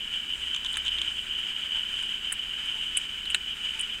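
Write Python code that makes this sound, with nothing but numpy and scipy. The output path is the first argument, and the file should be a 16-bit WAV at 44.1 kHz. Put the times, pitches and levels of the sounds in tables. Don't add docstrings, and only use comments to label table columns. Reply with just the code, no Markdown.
import sys
import numpy as np
from scipy import signal
from scipy.fft import rfft, irfft
from scipy.io import wavfile
from scipy.ndimage import uniform_filter1d

SR = 44100
rng = np.random.default_rng(int(sys.argv[2]) if len(sys.argv) > 2 else 0)


def unload_audio(sound):
    columns = np.transpose(np.atleast_2d(sound))
    steps = np.round(np.clip(columns, -1, 1) * 32767)
    wavfile.write(sys.argv[1], SR, steps.astype(np.int16))


N = 176400

# (frequency [Hz], relative level [dB])
WHISTLE_SHAPE = [(1500, -42.5), (2300, -41), (2600, -27), (2800, -8), (2920, -4.5), (3015, 4), (3090, -2.5),
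                 (3250, -11), (3500, -23.5), (3850, -41.5), (4300, -61)]
HISS_SHAPE = [(300, -47), (600, -13), (800, -14), (950, -7), (1200, -8), (1420, 1.5), (1650, 2.5),
              (2120, -0.5), (2380, 8), (2600, 6), (3800, -3), (4250, -17), (4650, -10.5), (5000, -10.5),
              (5400, -13), (5700, -27), (6000, -9), (6400, -15.5), (6750, -8), (7250, -13.5), (7550, -8.5),
              (8500, -10.5), (9300, -19.5), (10500, -28), (16000, -44)]
RUMBLE_SHAPE = [(15, -7.5), (30, 4), (55, -4.5), (75, -8), (100, -13), (170, -15), (260, -14), (400, -12.5),
                (520, -22), (1000, -21.5), (5000, -27.5), (12000, -32), (16000, -34)]
RUSTLE_SHAPE = [(3000, -24), (6000, -12), (7600, 2.5), (8700, 1), (10000, -9), (12000, -23), (16000, -26)]
RASP_SHAPE = [(200, -11), (750, -11), (1050, 8), (2300, -19), (3600, 18.5), (4200, -14), (4900, -5),
              (5600, -7), (6500, 6), (8200, 0), (9500, -7), (11500, -31), (16000, -36)]
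KNOCK_SHAPE = [(100, -22), (650, -17), (1180, -15), (1370, 2), (1700, 4), (2100, -1), (2400, 2.5),
               (3500, -4), (4150, -15), (4500, -36), (9000, -41)]
SNAP_SHAPE = [(500, -44), (5500, -34), (6800, -10), (7500, -4.5), (8000, 2), (9000, 4.5), (9700, 1),
              (10600, -12), (11500, -26), (14800, -19), (15600, -16), (18000, -18)]
# (time [s], level [dB])
WHISTLE_ENVELOPE = [(0.0, -33.5), (0.11, -38), (0.14, -29.5), (0.275, -38.5), (0.288, -31), (0.34, -29),
                    (0.375, -42.5), (0.43, -33), (0.47, -34), (0.5, -32), (0.52, -33), (0.54, -29),
                    (0.63, -38), (0.68, -29.5), (0.76, -37), (0.8, -30), (0.84, -40), (0.87, -30),
                    (0.93, -30.5), (1.06, -36.5), (1.075, -30), (1.145, -37.5), (1.18, -30.5),
                    (1.215, -33.5), (1.25, -43.5), (1.31, -30), (1.545, -35), (1.56, -30.5), (1.6, -37),
                    (1.635, -31.5), (1.68, -34.5), (1.75, -28.5), (1.87, -33.5), (1.935, -35),
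                    (1.95, -30.5), (2.03, -33), (2.16, -32), (2.2, -38.5), (2.285, -30), (2.34, -39),
                    (2.38, -32), (2.43, -31.5), (2.45, -37), (2.52, -33.5), (2.67, -36.5), (2.682, -30),
                    (2.78, -33.5), (2.825, -29.5), (2.855, -34), (2.88, -29.5), (2.91, -36), (2.97, -30.5),
                    (3.0, -36.5), (3.25, -36.5), (3.26, -32), (3.33, -33.5), (3.35, -32.5), (3.38, -39.5),
                    (3.53, -30.5), (3.55, -40.5), (3.59, -38.5), (3.65, -31), (3.71, -32), (3.785, -41.5),
                    (3.798, -30), (3.84, -32), (3.88, -40), (3.92, -30.5), (4.0, -41)]
HISS_ENVELOPE = [(0, -45.5), (.17, -42), (.38, -43), (.52, -43.5), (.61, -42.5), (.92, -42), (1.24, -44),
                 (1.32, -42), (1.55, -42.5), (1.8, -42), (2.2, -42.5), (2.55, -43), (2.78, -41.5),
                 (3.13, -44), (3.42, -43.5), (3.67, -41.5), (3.76, -42.5), (4, -42)]
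DRONE_ENVELOPE = [(0, -65), (.45, -55), (.63, -61.5), (.95, -50.5), (1.4, -62), (2.2, -64.5), (3, -64.5),
                  (3.36, -57), (4, -65.5)]
# (frequency [Hz], rms level [dB])
HUM_LINES = [(150, -66.5), (200, -66.5), (225, -65.5), (249, -69.5), (300, -72), (11364, -74.5)]
# (centre [s], length [s], level [dB])
JAW_RUSTLES = [(0.404, .2, -57), (0.715, 0.066, -53.5), (1.168, 0.15, -55.5), (2, .14, -56),
               (2.823, 0.14, -56.5), (3.026, 0.093, -57), (3.693, 0.19, -59)]
# (time [s], rasp [dB], ring [dB],
# ring frequency [Hz])
CRUNCHES = [(0.5461, -29.5, -20.5, 3100), (0.5625, -30, -23.5, 3200), (0.647, -29, -24.5, 3300),
            (0.6623, -34, -21, 3300), (.7410, -40, -20, 3330), (0.7574, -32, -28, 3180),
            (0.7704, -29, -23, 3050), (.8500, -32.5, -43, 3170), (0.8627, -32, -21, 3100),
            (.8690, -36, -21, 3140), (0.881, -34, -15, 3150), (0.9855, -34, -17.5, 3270),
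            (1.0163, -28.5, -14, 3200), (3.2543, -42, -31, 3950), (3.3463, -36, -19, 3800)]
# (time [s], knock [dB], ring [dB], snap [dB], snap centre [Hz], tilt above it [dB/octave])
SHELL_CRACKS = [(0.729, -50, -44, -31.5, 8700, 6), (0.7703, -19.5, -29, -23, 8950, 2),
                (1.392, -56, -50, -40, 9050, 0), (2.0262, -56, -41, -35, 8600, 0),
                (2.321, -28, -45, -29, 9100, 8), (2.3249, -25.5, -49, -14.5, 9230, 6),
                (2.657, -56, -47, -36.5, 8500, 0), (2.9696, -33, -22, -18, 9000, -6),
                (2.9723, -38, -15, -11, 9080, -11), (3.2575, -31, -32, -40.5, 8800, 0),
                (3.302, -43, -19, -28, 8450, -4), (3.3094, -54, -36, -30, 8900, -2),
                (3.3462, -12.5, -14.5, -16.5, 8450, -5), (3.7951, -48, -24, -24.5, 8900, -6),
                (3.811, -45, -29, -22.5, 8960, -6)]
# (frequency [Hz], relative level [dB], T60 [s])
CAVITY_MODES = [(7830, -15, 0.049), (7873, -39, 0.12), (8000, -38, 0.089), (9400, -27, 0.04),
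                (8950, -25, 0.044), (9700, -12, 0.021)]
# (time [s], frequency [Hz], level [dB])
DULL_BUMPS = [(.97, 335, -48), (3.336, 385, -50.5)]

WHISTLE_TRIM_DB, WHISTLE_FLICKER_DB, HISS_FLICKER_DB = 0.47, 0.8, 1.34
RUMBLE_DB, DRONE_HZ = -52.5, 65
WALL_ECHO_RANGE_S = (0.002215, 0.002325)
SNAP_SHAPE_CENTRE_HZ, CAVITY_RE_SNAP_DB = 9000, -6
TICK_FIRST_S, TICK_PERIOD_S = 0.735, 1.003
LOWPASS_HZ = 15900


def undb(db):
    return 10 ** (np.asarray(db) / 20)


def unit_rms(x):
    return x / np.sqrt(np.mean(x ** 2))


def envelope(points):
    return undb(np.interp(np.arange(N) / SR, *np.array(points).T))


def log_gain(shape, size):
    hz, db = np.array(shape).T
    grid_hz = np.maximum(np.arange(size // 2 + 1) * SR / size, 1)
    return np.log(undb(np.interp(np.log(grid_hz), np.log(hz), db)))


def noise(shape):
    white = rfft(rng.standard_normal(N))
    return unit_rms(irfft(white * np.exp(log_gain(shape, N)), N))


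def steady(x, window_s=0.04):
    return x / np.sqrt(uniform_filter1d(x ** 2, int(window_s * SR)))


def waver(rate_hz):
    hold = max(int(SR / rate_hz), 2)
    steps = rng.standard_normal(N)[np.arange(N) // hold]
    return unit_rms(uniform_filter1d(steps, hold))


def response(shape, size=1024):
    cepstrum = irfft(log_gain(shape, size))
    cepstrum[1:size // 2] *= 2
    cepstrum[size // 2 + 1:] = 0
    pulse = irfft(np.exp(rfft(cepstrum)))
    return pulse / np.abs(pulse).max()


def add(out, start_s, sound):
    i = int(start_s * SR)
    out[i:i + len(sound)] += sound[:N - i]


def hiss():
    flicker = waver(rate_hz=45)
    whistle = steady(noise(WHISTLE_SHAPE)) * envelope(WHISTLE_ENVELOPE)
    whistle *= undb(WHISTLE_TRIM_DB + WHISTLE_FLICKER_DB * flicker)
    broad = noise(HISS_SHAPE) * envelope(HISS_ENVELOPE) * undb(HISS_FLICKER_DB * flicker)
    return whistle + broad


def room():
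    t = np.arange(N) / SR
    hum = sum(undb(db) * np.sin(2 * np.pi * hz * t + 0.84 * waver(rate_hz=4)) for hz, db in HUM_LINES)
    drone = envelope(DRONE_ENVELOPE) * np.sin(2 * np.pi * DRONE_HZ * t + 1.1 * waver(rate_hz=6.3))
    return undb(RUMBLE_DB) * noise(RUMBLE_SHAPE) + np.sqrt(2) * (hum + drone)


def rustles(grain_db=0.69):
    t = np.arange(N) / SR
    swells = sum(undb(db) * np.exp(-2 * ((t - centre_s) / length_s) ** 2)
                 for centre_s, length_s, db in JAW_RUSTLES)
    return swells * noise(RUSTLE_SHAPE) * undb(grain_db * waver(rate_hz=260))


def fracture(tail_db, t60_s, rise_s=0.00026, size=4096):
    t = np.arange(size) / SR
    onset = 1 - np.exp(-(t / rise_s) ** 2)
    tail = rng.standard_normal(size) * undb(-60 * t / t60_s) * onset
    return (t == 0) + undb(tail_db) * tail / np.sqrt(np.sum(tail ** 2))


def microphone_ring(hz, width_hz, echo_db=-7.5, size=1024):
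    strikes = fracture(tail_db=-4, t60_s=0.034)
    add(strikes, rng.uniform(*WALL_ECHO_RANGE_S), undb([echo_db]))
    t = np.arange(size) / SR
    age = np.pi * width_hz * t
    resonance = (age * np.exp(1 - age)) ** 2 * np.sin(2 * np.pi * hz * t)
    return signal.fftconvolve(strikes, resonance)


def crunches():
    out, rasp = np.zeros(N), response(RASP_SHAPE)
    for start_s, rasp_db, ring_db, ring_hz in CRUNCHES:
        add(out, start_s, undb(rasp_db) * signal.fftconvolve(fracture(tail_db=5, t60_s=0.019), rasp))
        add(out, start_s, undb(ring_db) * microphone_ring(ring_hz, width_hz=430))
    return out


def mode(hz, db, t60_s, size=4096):
    t = np.arange(size) / SR
    return undb(db - 60 * t / t60_s) * np.sin(2 * np.pi * hz * t)


def cracks():
    out, knock = np.zeros(N), response(KNOCK_SHAPE)
    cavity = sum(mode(*row) for row in CAVITY_MODES)
    snap_ratios = [(hz / SNAP_SHAPE_CENTRE_HZ, db) for hz, db in SNAP_SHAPE]
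    for start_s, knock_db, ring_db, snap_db, centre_hz, tilt_db_per_oct in SHELL_CRACKS:
        snap = response([(ratio * centre_hz, db + tilt_db_per_oct * max(np.log2(ratio), 0))
                         for ratio, db in snap_ratios])
        body = undb(knock_db) * knock + undb(snap_db) * snap
        add(out, start_s, signal.fftconvolve(fracture(tail_db=2, t60_s=0.036), body))
        add(out, start_s, undb(ring_db) * microphone_ring(hz=2830, width_hz=410))
        add(out, start_s, undb(snap_db + CAVITY_RE_SNAP_DB) * cavity)
    return out


def soft_mode(hz, db, t60_s, rise_s=0.016):
    t = np.arange(SR // 2) / SR
    return mode(hz, db, t60_s, size=len(t)) * (1 - np.exp(-t / rise_s))


def ticks():
    out = np.zeros(N)
    for start_s in np.arange(TICK_FIRST_S, N / SR, TICK_PERIOD_S):
        add(out, start_s, soft_mode(hz=888, db=-45, t60_s=0.23))
    return out


def bumps():
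    out = np.zeros(N)
    for start_s, hz, db in DULL_BUMPS:
        add(out, start_s, soft_mode(hz, db, t60_s=0.33))
    return out


def scene():
    return (hiss() + room() + rustles() + crunches() + cracks() + ticks() + bumps())[None]


def record(dry):
    return signal.sosfilt(signal.ellip(10, 0.1, 80, LOWPASS_HZ, fs=SR, output="sos"), dry)


dry = scene()
out = record(dry)
unload_audio(out)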